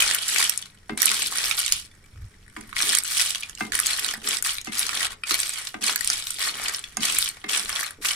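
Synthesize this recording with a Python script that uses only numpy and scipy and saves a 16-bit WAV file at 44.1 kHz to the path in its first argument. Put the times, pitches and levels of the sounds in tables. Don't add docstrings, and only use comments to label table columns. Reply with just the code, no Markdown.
import sys
import numpy as np
from scipy import signal
from scipy.fft import rfft, irfft
from scipy.io import wavfile
from scipy.ndimage import uniform_filter1d

SR = 44100
rng = np.random.default_rng(int(sys.argv[2]) if len(sys.argv) > 2 else 0)


def ratio_of_db(decibels):
    return 10 ** (np.asarray(decibels, float) / 20)


def int16_out(signal):
    q = np.round(np.clip(np.atleast_2d(signal).T, -1, 1) * 32767)
    wavfile.write(sys.argv[1], SR, q.astype(np.int16))


N = 359410

# f/Hz, base level/dB, unloaded t60/s
WOK_MODES = [(196, -10.5, 0.23), (221.8, -3, 0.51), (258.7, -9, 0.24), (310.2, 6, 0.08),
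             (407.3, -0.5, 0.11), (750, -5, 0.026), (998, -17.5, 0.1), (1210, -10, 0.041),
             (1550, -6.5, 0.036), (2102, -16, 0.17), (2641, -18.5, 0.2)]
# f/Hz, left-right likeness [0..1]
LIKENESS = [(30, 0.98), (100, 0.99), (200, 0.93), (400, 0.26), (650, 0.27), (1400, 0.5), (3000, 0.3)]


def evened(x):
    return x / np.sqrt(np.mean(x ** 2) + 1e-20)


def read(points, hz):
    f, value = np.transpose(points)
    return np.interp(np.log(hz + 1), np.log(f + 1), value)


def add(mix, start_s, sound):
    part = mix[:, round(start_s * SR):][:, :sound.shape[1]]
    part += sound[:, :part.shape[1]]


def surges(rows, rest_db):
    swell_power, settle_power = 0.56, 1.95
    t = np.arange(0, N + 64, 64) / SR
    power = ratio_of_db(rest_db) ** 2
    for start_s, swell_s, settle_s, db in rows:
        up = np.clip((t - start_s) / swell_s, 0, 1)
        down = np.clip(1 - (t - start_s - swell_s) / settle_s, 0, 1)
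        power = power + (ratio_of_db(db) * up ** swell_power * down ** settle_power) ** 2
    return np.interp(np.arange(N) / SR, t, np.sqrt(power))


def ring(hz, db, t60_s, phase, rise_s, length_s=0.028):
    t = np.arange(int(length_s * SR))[:, None] / SR
    fade = ratio_of_db(db - 60 * t / t60_s) * (1 - np.exp(-t / rise_s)) ** 2
    modes = fade * np.sin(2 * np.pi * (hz * t + phase[:, None]))
    return modes.sum(axis=-1)


def shell(low_hz, high_hz, t60_s, rise_s, narrow_db, count, centre_hz):
    # f/Hz, relative level/dB per Hz
    shell_spectrum = [(500, -15.5), (679, -19), (937, -14.5), (1500, -2.5), (2350, 1), (3290, 0.5),
                      (6260, -4), (9550, 0), (11500, -6.5), (15200, -15), (16400, -40)]
    hz = rng.uniform(low_hz, high_hz, count)
    mode_t60_s = t60_s * rng.uniform(0.7, 2.2, count)
    db = read(shell_spectrum, hz) + 1.0 * rng.standard_normal(count)
    db -= np.minimum(narrow_db * np.log2(hz / centre_hz) ** 2, 16.0)
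    phase = rng.random(count) + (1 - read(LIKENESS, hz)) * rng.random((2, count))
    return ring(hz, db, mode_t60_s, phase, rise_s)


def chatter(sound, span_s, count):
    place, size = rng.random((count, 2)).T
    train = np.zeros(int(span_s * SR) + 1)
    train[(place * span_s * SR).astype(int)] = (size - .5) * np.sin(np.pi * place ** .7) ** 2
    return signal.fftconvolve(sound, train[None] / np.linalg.norm(train), axes=1)


def clatter():
    # start/s, swell/s, settle/s, rim level/dB, cup level relative to rims/dB
    slides = [(0, 0.0009, 0.37, -19, -7), (0.212, 0.22, 0.13, -20.5, -12.5),
              (0.466, 0.0077, 0.31, -32.5, -8.5), (0.971, 0.085, 0.42, -23.5, -9),
              (1.1, 0.11, 0.052, -24, -23), (1.242, 0.027, 0.036, -22.5, -24), (1.3, 0.17, 0.21, -22.5, -9),
              (1.569, 0.017, 0.29, -25, -12.5), (1.71, 0.021, 0.18, -27.5, -16),
              (2.559, 0.0041, 0.97, -49.5, -1.5), (2.751, 0.046, .2, -24.5, -9.5),
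              (2.8, .13, 0.14, -22, -12), (3.043, .17, 0.28, -21, -14), (3.4, 0.044, 0.19, -41, -5.5),
              (3.579, 0.021, 0.19, -37, -8), (3.722, 0.01, 0.66, -26, -11), (3.834, 0.077, 0.25, -25, -8),
              (3.952, 0.16, 0.045, -29, -6.5), (4.231, 0.097, 0.11, -22.5, -9.5),
              (4.44, 0.016, 0.19, -21.5, -11), (4.64, 0.041, 0.05, -38, -8), (4.713, 0.11, 0.14, -25, -8.5),
              (4.879, 0.17, 0.047, -25, -6), (5.09, 0.042, 0.019, -35, -4),
              (5.254, 0.09, 0.051, -24.5, -8.5), (5.37, 0.023, 0.45, -26, -14),
              (5.519, 0.085, 0.13, -34, -4.5), (5.65, 0.022, 0.047, -35.5, -21),
              (5.808, 0.069, 0.15, -22.5, -9), (5.966, 0.17, 0.21, -26, -12.5),
              (6.231, 0.068, 1, -34.5, -15), (6.381, 0.09, 0.086, -22.5, -7.5),
              (6.52, 0.17, 0.065, -28.5, -2.5), (6.719, 0.026, 0.12, -31.5, -8),
              (6.83, 0.012, 0.31, -53.5, 3), (7.3, 0.033, 0.51, -49.5, 0), (7.0, 0.052, 0.38, -23, -9.5),
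              (7.078, 0.16, 0.11, -25.5, -25), (7.481, 0.067, 0.21, -22.5, -9),
              (7.661, 0.11, 0.22, -27.5, -5.5), (8.012, 0.063, 0.27, -24.5, -8)]
    creep_db, creep_hollow_db = -61, -63.5
    grit_db, sparse_power, kinds = -18, .2, 56
    rims = surges([row[:4] for row in slides], creep_db)
    cups = surges([(*row, db + hollow_db) for *row, db, hollow_db in slides], creep_hollow_db)
    busy = (rims / rims.max()) ** sparse_power
    size = ratio_of_db(3.6 * np.minimum(rng.exponential(1, N), 3.2))
    size *= ratio_of_db(2.5 * evened(uniform_filter1d(rng.standard_normal(N), 400)))
    turn = 4.0 * evened(uniform_filter1d(rng.standard_normal(N), 2500))
    which = np.clip(rng.integers(0, kinds, N) + turn, 0, kinds - 1).astype(int)
    draw = rng.random(N)
    grit = ratio_of_db(grit_db) * rng.standard_normal(N)

    def layer(low_hz, high_hz, t60_s, per_s):
        out = np.zeros((2, N))
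        hits = grit + size / np.sqrt(busy) * (draw < busy * per_s / SR)
        for k, centre_hz in enumerate(np.geomspace(1.2 * low_hz, .7 * high_hz, kinds)):
            side = ratio_of_db(2.2 * rng.standard_normal() * np.array([[1], [-1]]))
            tap = shell(low_hz, high_hz, t60_s, 0.0006, 8.0, count=48, centre_hz=centre_hz)
            tap = chatter(tap, .008 * rng.random() ** 3 + .0006, count=12)
            kind_hits = (which == k) * hits
            out += signal.oaconvolve(kind_hits[None], side * tap, axes=1)[:, :N]
        return evened(out)

    return rims * layer(2200, 16200, .0035, 650) + cups * layer(480, 2300, .007, 380)


def clacks():
    # t/s, mean level/dB, ring centre f/Hz, cup level relative to rim/dB
    clack_rows = [(0.11, -5, 4700, -13.5), (0.1468, -3, 9200, -43), (0.281, -9, 7360, -26),
                  (0.3604, -8, 5100, -7), (0.4265, -10.5, 7500, -8.5), (0.4947, -4, 11400, -20),
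                  (0.575, -8.5, 8500, -46), (0.624, -19.5, 3340, -16), (0.9747, -11.5, 7600, -7),
                  (1.004, -12.5, 4960, -8.5), (1.018, -2, 10100, -20), (1.029, -6.5, 11900, -11.5),
                  (1.0559, -3.5, 9600, -21), (1.115, -5, 7300, -13.5), (1.2582, -26, 4700, -27),
                  (1.323, -16, 6300, -4.5), (1.5112, -7.5, 3360, -7), (1.5903, -8.5, 9030, -21),
                  (1.6622, -11, 4980, -22), (1.6788, -8.5, 4530, -19), (1.7218, 1, 6500, -21),
                  (2.728, -29, 2400, 5.5), (2.765, -16, 3360, 2), (2.803, -12, 3530, -7),
                  (2.8222, -3, 6700, -39), (2.9497, -4, 7100, -24), (2.985, -3.5, 9300, -28),
                  (3.035, -11.5, 8900, -35), (3.0503, -19, 5000, -22), (3.076, -13, 8000, -25),
                  (3.109, -14, 9000, -30), (3.195, -12.5, 4670, -5), (3.3062, -11.5, 10760, -28),
                  (3.347, -13.5, 4120, -13), (3.495, -20, 6240, -19), (3.5502, -24, 5600, -28),
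                  (3.72, -17.5, 4940, -3), (3.734, -16, 4450, -3.5), (3.7992, -4.5, 9030, -17),
                  (3.8598, -7, 5530, -31), (3.867, -5.5, 8600, -32), (3.9938, -10.5, 9290, -21),
                  (4.0453, -13.5, 4420, -24), (4.137, -15.5, 8230, -9.5), (4.2735, -10, 3900, -7),
                  (4.3686, -11, 5100, -18), (4.424, -9.5, 9900, -16), (4.5827, -14, 2270, -22),
                  (4.613, -22.5, 6260, -29), (4.646, -26, 7040, -18), (4.793, -4, 9020, -36),
                  (4.8656, -11, 6850, -19), (4.8914, -10.5, 4430, -9), (5.3084, -6.5, 4420, -11),
                  (5.671, -12.5, 4950, -19), (5.8376, -10, 8540, -24), (5.895, -9.5, 3330, -4),
                  (5.9586, -6.5, 8740, -18), (6.074, -2, 7840, -42), (6.045, -9, 8400, -18),
                  (6.008, -12.5, 7450, -10), (6.1003, -4.5, 5400, -11), (6.269, -14, 5940, -24),
                  (6.3046, -8.5, 8700, -18), (6.7455, -10.5, 4500, -25), (6.791, -18, 7800, -20),
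                  (6.969, -9.5, 6530, -17), (7.185, -3, 10300, -24.5), (7.288, -10, 8800, -34),
                  (7.442, -26, 2450, 2), (7.489, -17.5, 6100, -7), (7.693, -11.5, 8600, -7),
                  (7.8603, -20.5, 9000, -19), (7.907, -24, 8650, -8)]
    skid_s = .0028
    out = np.zeros((2, N))
    for s, db, hz, hollow_db in clack_rows:
        rim = shell(2300, 16200, .0035, .0006, 8.0, count=90, centre_hz=hz)
        cup = shell(817, 2244, 0.0079, 0.00036, 0, count=6, centre_hz=hz)
        sound = rim / abs(rim).max() + ratio_of_db(hollow_db) * cup / abs(cup).max()
        skid = chatter(sound, skid_s, count=10)
        skid *= abs(sound).max() / abs(skid).max()
        side_db = 3.5 * rng.standard_normal() * np.array([[1], [-1]])
        add(out, s - skid_s / 5, ratio_of_db(db + side_db) * skid)
    return out


def clinks():
    # t/s, tone and tick level/dB, main tone f/Hz, second tone f/Hz
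    clink_rows = [(0.399, -21, 1020, 1480), (1.9133, -45.5, 3470, 2320), (2.1582, -48, 1320, 2320),
                  (2.34, -48, 2050, 1900), (3.432, -19.5, 2420, 3420), (3.574, -31.5, 2830, 2140),
                  (3.931, -15, 4210, 8770), (5.2351, -18, 2480, 1360), (6.8396, -23.5, 3400, 4400),
                  (6.8386, -29.5, 2650, 5200)]
    out = np.zeros((2, N))
    for s, db, *hz in clink_rows:
        phase = rng.random(2) + 0.3 * rng.random((2, 2))
        tones = ring(np.array(hz), np.array([0, -9.0]), 0.013, phase, 0.0013)
        tick = shell(1670, 12100, 0.014, 0.00088, 1.7, count=40, centre_hz=hz[0])
        add(out, s, ratio_of_db(db) * (tones / abs(tones).max() + tick / abs(tick).max()))
    return out


def knocks():
    # t/s, level/dB, boom relative/dB, boom's two upper modes gain/dB,
    # time until damping/s, two highest wall modes gain/dB
    blows = [(0.894, -18, -6, 2, 0.062, 0), (2.564, -20.5, -15, 6.5, 0.19, -16),
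             (3.607, -15.5, -11.5, 0, 0.068, 2), (4.152, -29, -7.5, -16, 0.071, -10),
             (4.671, -24, -3, -2, 0.038, 6), (5.307, -22.5, -20.5, 13, 0.023, 3),
             (5.742, -19, -13.5, 2.5, 0.039, -11.5), (5.813, -36.5, 1.5, 1, 0.05, -7),
             (6.97, -21, -4.5, -9, 0.065, 3), (7.44, -27.5, -7, 6, 0.037, 9)]
    length_s = .4
    hz, mode_db, t60_s = np.transpose(WOK_MODES)
    out, t = np.zeros((2, N)), np.arange(int(length_s * SR)) / SR
    for s, db, boom_db, upper_db, free_s, long_db in blows:
        phase = rng.random(len(hz)) + rng.random((2, len(hz))) * (1 - read(LIKENESS, hz))
        spot_db = mode_db + 2.2 * rng.standard_normal(len(hz))
        spot_db[-2:] += long_db
        wall = ring(hz[5:], spot_db[5:], t60_s[5:], phase[:, 5:], 0.0006, length_s)
        bowl_db = mode_db[:5] + upper_db * (np.arange(5) > 2)
        boom = ring(hz[:5], bowl_db, t60_s[:5], phase[:, :5], 0.011, length_s)
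        damping = ratio_of_db(-np.clip((t - free_s) * 1500, 0, 30))
        waver = ratio_of_db(3.0 * evened(uniform_filter1d(rng.standard_normal(len(t)), 250)))
        thud = shell(455, 5220, 0.016, 0.0012, 5.8, count=70, centre_hz=1200)
        edge_tick = shell(2500, 10000, .004, .0003, 0, count=40, centre_hz=5000)
        add(out, s, ratio_of_db(db - 3.5) * thud / abs(thud).max())
        add(out, s, damping * waver * (ratio_of_db(db) * wall + ratio_of_db(db + boom_db) * boom))
        add(out, s, ratio_of_db(db - 10.5) * edge_tick / abs(edge_tick).max())
    return out


def scrape():
    # start/s, length/s, slip level/dB
    drags = [(0, 0.2, -24), (0.322, 0.18, -18), (0.902, 1, -30), (2.804, 0.23, -21.5), (3.61, 0.36, -29),
             (4.004, 0.23, -24.5), (4.216, 0.18, -21.5), (4.807, 0.51, -31), (5.766, 0.26, -25.5),
             (6.085, 0.18, -32), (6.33, 0.63, -29.5), (6.938, 0.52, -31.5), (7.443, 0.4, -27.5),
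             (7.977, 0.15, -27.5)]
    swell_share, rest_db, slips_per_s = 0.33, -47, 240
    hz, db, t60_s = np.transpose(WOK_MODES[:5])
    rows = [(s, swell_share * length_s, (1 - swell_share) * length_s, drag_db)
            for s, length_s, drag_db in drags]
    slips = rng.standard_normal(N) * (rng.random(N) < slips_per_s / SR) * surges(rows, rest_db)
    drag_mode_db = db + (13.0, 0.45, -8.0, 6.5, 11.0)
    phase = rng.random(5) + 0.16 * rng.random((2, 5))
    bowl = ring(hz, drag_mode_db, 0.45 * t60_s, phase, 0.00074, length_s=.3)
    return signal.oaconvolve(slips[None], bowl / np.linalg.norm(bowl[0]), axes=1)[:, :N]


def kitchen(x):
    # f/Hz, t60/s
    room_t60 = [(300, 0.63), (1500, 0.17), (5000, 0.13), (12000, 0.052)]
    taps = np.zeros((2, SR // 2))
    start = np.arange(60, SR // 2 - 20, 20)
    at = start + rng.integers(0, 20, (2, len(start)))
    np.put_along_axis(taps, at, rng.choice([-1., 1.], at.shape), axis=1)
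    hz, t, z = signal.stft(taps, SR, nperseg=256)
    same = np.clip(read(LIKENESS, hz), 0, 1)[:, None]
    z[1] = same * z[0] + np.sqrt(1 - same ** 2) * z[1]
    fade = ratio_of_db(-60 * t / read(room_t60, hz)[:, None])
    tail = signal.istft(z * fade, SR, nperseg=256)[1]
    return signal.fftconvolve(x, tail / np.linalg.norm(tail[0]), axes=1)[:, :N]


def hum():
    # f/Hz, relative level/dB per Hz
    air_spectrum = [(20, 0), (100, -5), (300, -18), (560, -26), (1000, -26), (2000, -23.5), (3000, -31),
                    (9500, -33), (13000, -41), (16400, -54)]
    # centre f/Hz, half-width to 1/e/Hz, level/dB
    whine_hz, whine_width_hz, whine_db = (5480, 70, -76)
    air_db = -54
    frames, hz = N // 512 + 5, np.fft.rfftfreq(2048, 1 / SR)
    a, b, c, d = rng.standard_normal((frames, 1025, 4)).T
    same = np.clip(read(LIKENESS, hz), -1, 1)[:, None]
    left = a + 1j * b
    z = np.array([left, same * left + np.sqrt(1 - same ** 2) * (c + 1j * d)])
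    lumps = evened(uniform_filter1d(rng.standard_normal(frames), 12))
    z *= ratio_of_db(3.5 * lumps / (1 + (hz[:, None] / 120) ** 2))

    def shaped(gain):
        noise = signal.istft(z * gain[:, None], nperseg=2048, noverlap=1536)[1]
        return evened(noise[:, :N])

    air = shaped(ratio_of_db(read(air_spectrum, hz)))
    whine = shaped(np.exp(-((hz - whine_hz) / whine_width_hz) ** 2))
    return ratio_of_db(air_db) * air + ratio_of_db(whine_db) * whine


def drone():
    # f/Hz, rms level before the fade/dB
    motor_partials = [(98, -63), (193, -65)]
    # t/s, gain/dB
    motor_fade = [(0, -1.5), (1.5, -6.5), (3.8, -2), (4.8, -24)]
    t = np.arange(N) / SR
    waver = np.cumsum(1 + 0.01 * evened(uniform_filter1d(rng.standard_normal(N), 9000))) / SR
    partials = sum(ratio_of_db(db) * np.sqrt(2) * np.sin(2 * np.pi * hz * waver) for hz, db in motor_partials)
    return ratio_of_db(np.interp(t, *np.transpose(motor_fade))) * partials


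def puff():
    # t/s, rumble level/dB
    puff_levels = [(2.109, -61), (2.15, -42), (2.25, -37), (2.29, -50)]
    s, db = np.transpose(puff_levels)
    band = signal.butter(3, [28, 100], "bandpass", fs=SR, output="sos")
    rumble = evened(signal.sosfilt(band, rng.standard_normal(N)))
    return ratio_of_db(np.interp(np.arange(N) / SR, s, db, left=-120, right=-120)) * rumble


def scene():
    wok = clatter() + clacks() + clinks() + knocks() + scrape()
    thin = signal.sosfilt(signal.butter(1, 500, "highpass", fs=SR, output="sos"), wok)
    room = ratio_of_db(-8.5) * kitchen(thin)
    return wok + room + hum() + drone() + puff()


def low_pass(x):
    return signal.sosfilt(signal.butter(12, 16630, fs=SR, output="sos"), x)


def record(dry):
    # f/Hz, left-right difference/dB
    mic_colour = [(60, -0.5), (240, 0.5), (950, 0), (3770, 1.5), (15000, -3)]
    tilt_db = read(mic_colour, np.fft.rfftfreq(N, 1 / SR)) / 2 * np.array([[1], [-1]])
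    heard = irfft(rfft(dry) * ratio_of_db(tilt_db), N)
    mix = np.clip(heard, -1, 1)
    return low_pass(mix)


dry = scene()
out = record(dry)
int16_out(out)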